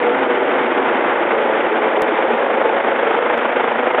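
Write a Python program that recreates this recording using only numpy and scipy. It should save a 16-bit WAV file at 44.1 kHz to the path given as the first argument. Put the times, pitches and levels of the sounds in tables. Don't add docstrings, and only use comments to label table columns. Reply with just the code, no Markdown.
import sys
import numpy as np
from scipy import signal
from scipy.fft import rfft, irfft
from scipy.io import wavfile

SR = 44100
rng = np.random.default_rng(int(sys.argv[2]) if len(sys.argv) > 2 else 0)


def int16_out(signal):
    q = np.round(np.clip(np.atleast_2d(signal).T, -1, 1) * 32767)
    wavfile.write(sys.argv[1], SR, q.astype(np.int16))


N = 176400
T = np.arange(N) / SR
BLADE_HZ, BLADE_SPREAD_DB, BLADE_JITTER_S = 26.35, .8, .0007


def rotor(throb_db, chop_db):
    # frequency in Hz, relative level in dB.
    throb_spectrum = [(60, -48), (190, -24), (255, -6.5), (360, 3), (470, -6), (640, -3), (1200, -19.5),
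                      (3000, -46)]
    chop_spectrum = [(100, -43.5), (180, -22), (240, -6.5), (310, -12.5), (480, 6.5), (700, -1), (880, 1.5),
                     (1100, -7), (1400, -4.5), (2100, -10), (2900, -17.5), (4400, -33)]
    # time in seconds, lead in seconds.
    chop_lead = [(0, .007), (1.7, 0.02), (2.3, 0), (4, 0)]
    lead_s, = in_time(chop_lead)
    throb = turbulence(throb_spectrum, rough_db=.1, rough_hz=60)
    throb *= blade_swells(first_s=.04, width_s=.007, lead_s=0)
    chop = turbulence(chop_spectrum, rough_db=2.16, rough_hz=150)
    chop *= blade_swells(first_s=.0365, width_s=.0067, lead_s=lead_s)
    return from_db(throb_db) * throb + from_db(chop_db) * chop + from_db(chop_db - 7) * slaps()


def blade_swells(first_s, width_s, lead_s):
    blades = np.arange(-2, N / SR * BLADE_HZ + 1)
    power = np.zeros(N)
    for blade, (late, strong) in zip(blades, rng.standard_normal((len(blades), 2))):
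        peak_s = first_s + blade / BLADE_HZ + BLADE_JITTER_S * late
        away = (T + lead_s - peak_s) / width_s
        near = abs(away) < 10
        power[near] += from_db(BLADE_SPREAD_DB * strong) ** 2 / np.cosh(away[near]) ** 2
    return rms_one(np.sqrt(power))


def slaps(first_s=.0378, band_hz=(430, 1160)):
    blades = np.arange(N / SR * BLADE_HZ - 1)
    late, strong = rng.standard_normal((len(blades), 2)).T
    strike_s = first_s + blades / BLADE_HZ + BLADE_JITTER_S * late
    pulses = np.full(N, 1e-18)
    pulses[np.clip((strike_s * SR).astype(int), 0, N - 1)] = from_db(2 * BLADE_SPREAD_DB * strong)
    body = signal.butter(2, band_hz, "band", fs=SR, output="sos")
    return rms_one(signal.sosfilt(body, pulses))


def engine(roar_db, exhaust_db):
    # frequency in Hz, relative level in dB.
    roar_spectrum = [(30, -19), (70, -31), (105, -23.5), (170, -15), (200, -12.5), (235, -3), (290, -4),
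                     (350, -2), (450, -2.5), (650, -1.5), (860, -0.5), (1100, -4.5), (1400, -4),
                     (1850, -7.5), (2150, -8), (2800, -17.5), (3100, -17), (3600, -24), (4400, -23.5)]
    exhaust_spectrum = [(150, -55), (330, -10), (430, -1), (540, 0), (680, -11), (850, -3.5), (1200, -28),
                        (3000, -35)]
    roar = turbulence(roar_spectrum, rough_db=1.77, rough_hz=44.3)
    exhaust = turbulence(exhaust_spectrum, rough_db=3.0, rough_hz=51)
    return from_db(roar_db) * roar + from_db(exhaust_db) * exhaust


def gears(flutter_db=1.5, pitch_waver=.006):
    # frequency in Hz, level in dB before the fade.
    tones = [(269.2, -37.5), (485.5, -27.5), (1486, -42.5)]
    # time in seconds, gain in dB.
    fade = [(0, 1.5), (.55, 1.5), (.85, -1), (1.2, -8), (1.8, -18.5), (2.55, -4), (3.1, 1), (4, -11)]
    fade_db, = in_time(fade)
    wavering_s = np.cumsum(1 + pitch_waver * drift(12)) / SR
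    whine = np.zeros(N)
    for hz, db in tones:
        amplitude = np.sqrt(2) * from_db(db + fade_db + flutter_db * drift(18))
        whine += amplitude * np.sin(2 * np.pi * hz * wavering_s)
    return whine


def ground(direct, echo_db=-11, dull_hz=640):
    # time in seconds, lag behind the direct sound in seconds.
    echo_lag = [(0, 0.008), (.7, 0.0078), (1.5, 0.00896), (2.3, 0.0092), (3.1, 0.00873), (4, 0.0077)]
    lag_s, = in_time(echo_lag)
    echo = np.interp(T - lag_s, T, low_pass(direct, dull_hz, order=1), left=0)
    return direct + from_db(echo_db) * echo


def ticks(pop_hz=250):
    # start in seconds, click gain in dB, click cutoff in Hz, pop gain in dB.
    events = [(2.0208, -4, 5000, 9), (3.3784, -7, 900, -2)]
    out = np.zeros(N)
    for start_s, click_db, dull_hz, pop_db in events:
        impulse = np.full(N, 1e-18)
        impulse[int(start_s * SR)] = 1
        out += from_db(click_db) * low_pass(impulse, dull_hz, order=1)
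        out += from_db(pop_db) * low_pass(impulse, pop_hz, order=2)
    return out


def turbulence(spectrum, rough_db, rough_hz):
    hz, db = np.transpose(spectrum)
    bins_hz = np.maximum(np.fft.rfftfreq(N, 1 / SR), 1)
    colour = from_db(np.interp(np.log(bins_hz), np.log(hz), db))
    eddies = rng.standard_normal(N) * from_db(rough_db * drift(rough_hz))
    return rms_one(irfft(rfft(eddies) * colour, N))


def drift(rate_hz):
    pole = np.exp(-2 * np.pi * rate_hz * 40 / SR)
    noise = rng.standard_normal(N // 40 + 2002)
    slow = signal.lfilter([1], [1, -2 * pole, pole * pole], noise)[2000:]
    return np.interp(np.arange(N) / 40, np.arange(len(slow)), rms_one(slow))


def in_time(rows):
    times_s, *columns = np.transpose(rows)
    return [np.interp(T, times_s, column) for column in columns]


def low_pass(x, hz, order):
    return signal.sosfilt(signal.butter(order, hz, fs=SR, output="sos"), x)


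def from_db(db):
    return 10 ** (np.asarray(db) / 20)


def rms_one(x):
    return x / np.sqrt(np.mean(x ** 2) + 1e-20)


def scene():
    # time in seconds, then the levels of roar, throb, chop and exhaust in dB.
    pass_levels = [(0, -18.5, -26, -39.5, -22), (.5, -19.5, -21, -25.5, -25), (.95, -18, -24, -26.5, -28),
                   (1.35, -20, -28.5, -22, -21.5), (2.0, -19, -25, -26.5, -21),
                   (2.45, -20.5, -33.5, -25.5, -19), (2.8, -21, -24.5, -21, -21),
                   (3.15, -19.5, -34, -21, -30), (3.55, -20, -33, -20, -28.5),
                   (4, -21.5, -37.5, -19, -44.5)]
    roar_db, throb_db, chop_db, exhaust_db = in_time(pass_levels)
    helicopter = engine(roar_db, exhaust_db) + rotor(throb_db, chop_db) + gears()
    return ground(helicopter)[None]


def record(dry, ceiling=.78, low_hz=138, top_hz=3657, leak_db=-24):
    rounded = ceiling * np.tanh(dry / ceiling)
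    thinned = signal.sosfilt(signal.butter(2, low_hz, "high", fs=SR, output="sos"), rounded)
    bins_hz = np.fft.rfftfreq(2 * N, 1 / SR)
    treble_cut = 1 / np.sqrt(1 + (bins_hz / top_hz) ** 80) + from_db(leak_db)
    narrow = irfft(rfft(thinned, 2 * N) * treble_cut)[:, :N]
    narrow = low_pass(narrow, hz=4393, order=48)
    air_cut = signal.cheby2(12, 70, 17000, fs=SR, output="sos")
    return signal.sosfilt(air_cut, narrow + ticks())


dry = scene()
out = record(dry)
int16_out(out)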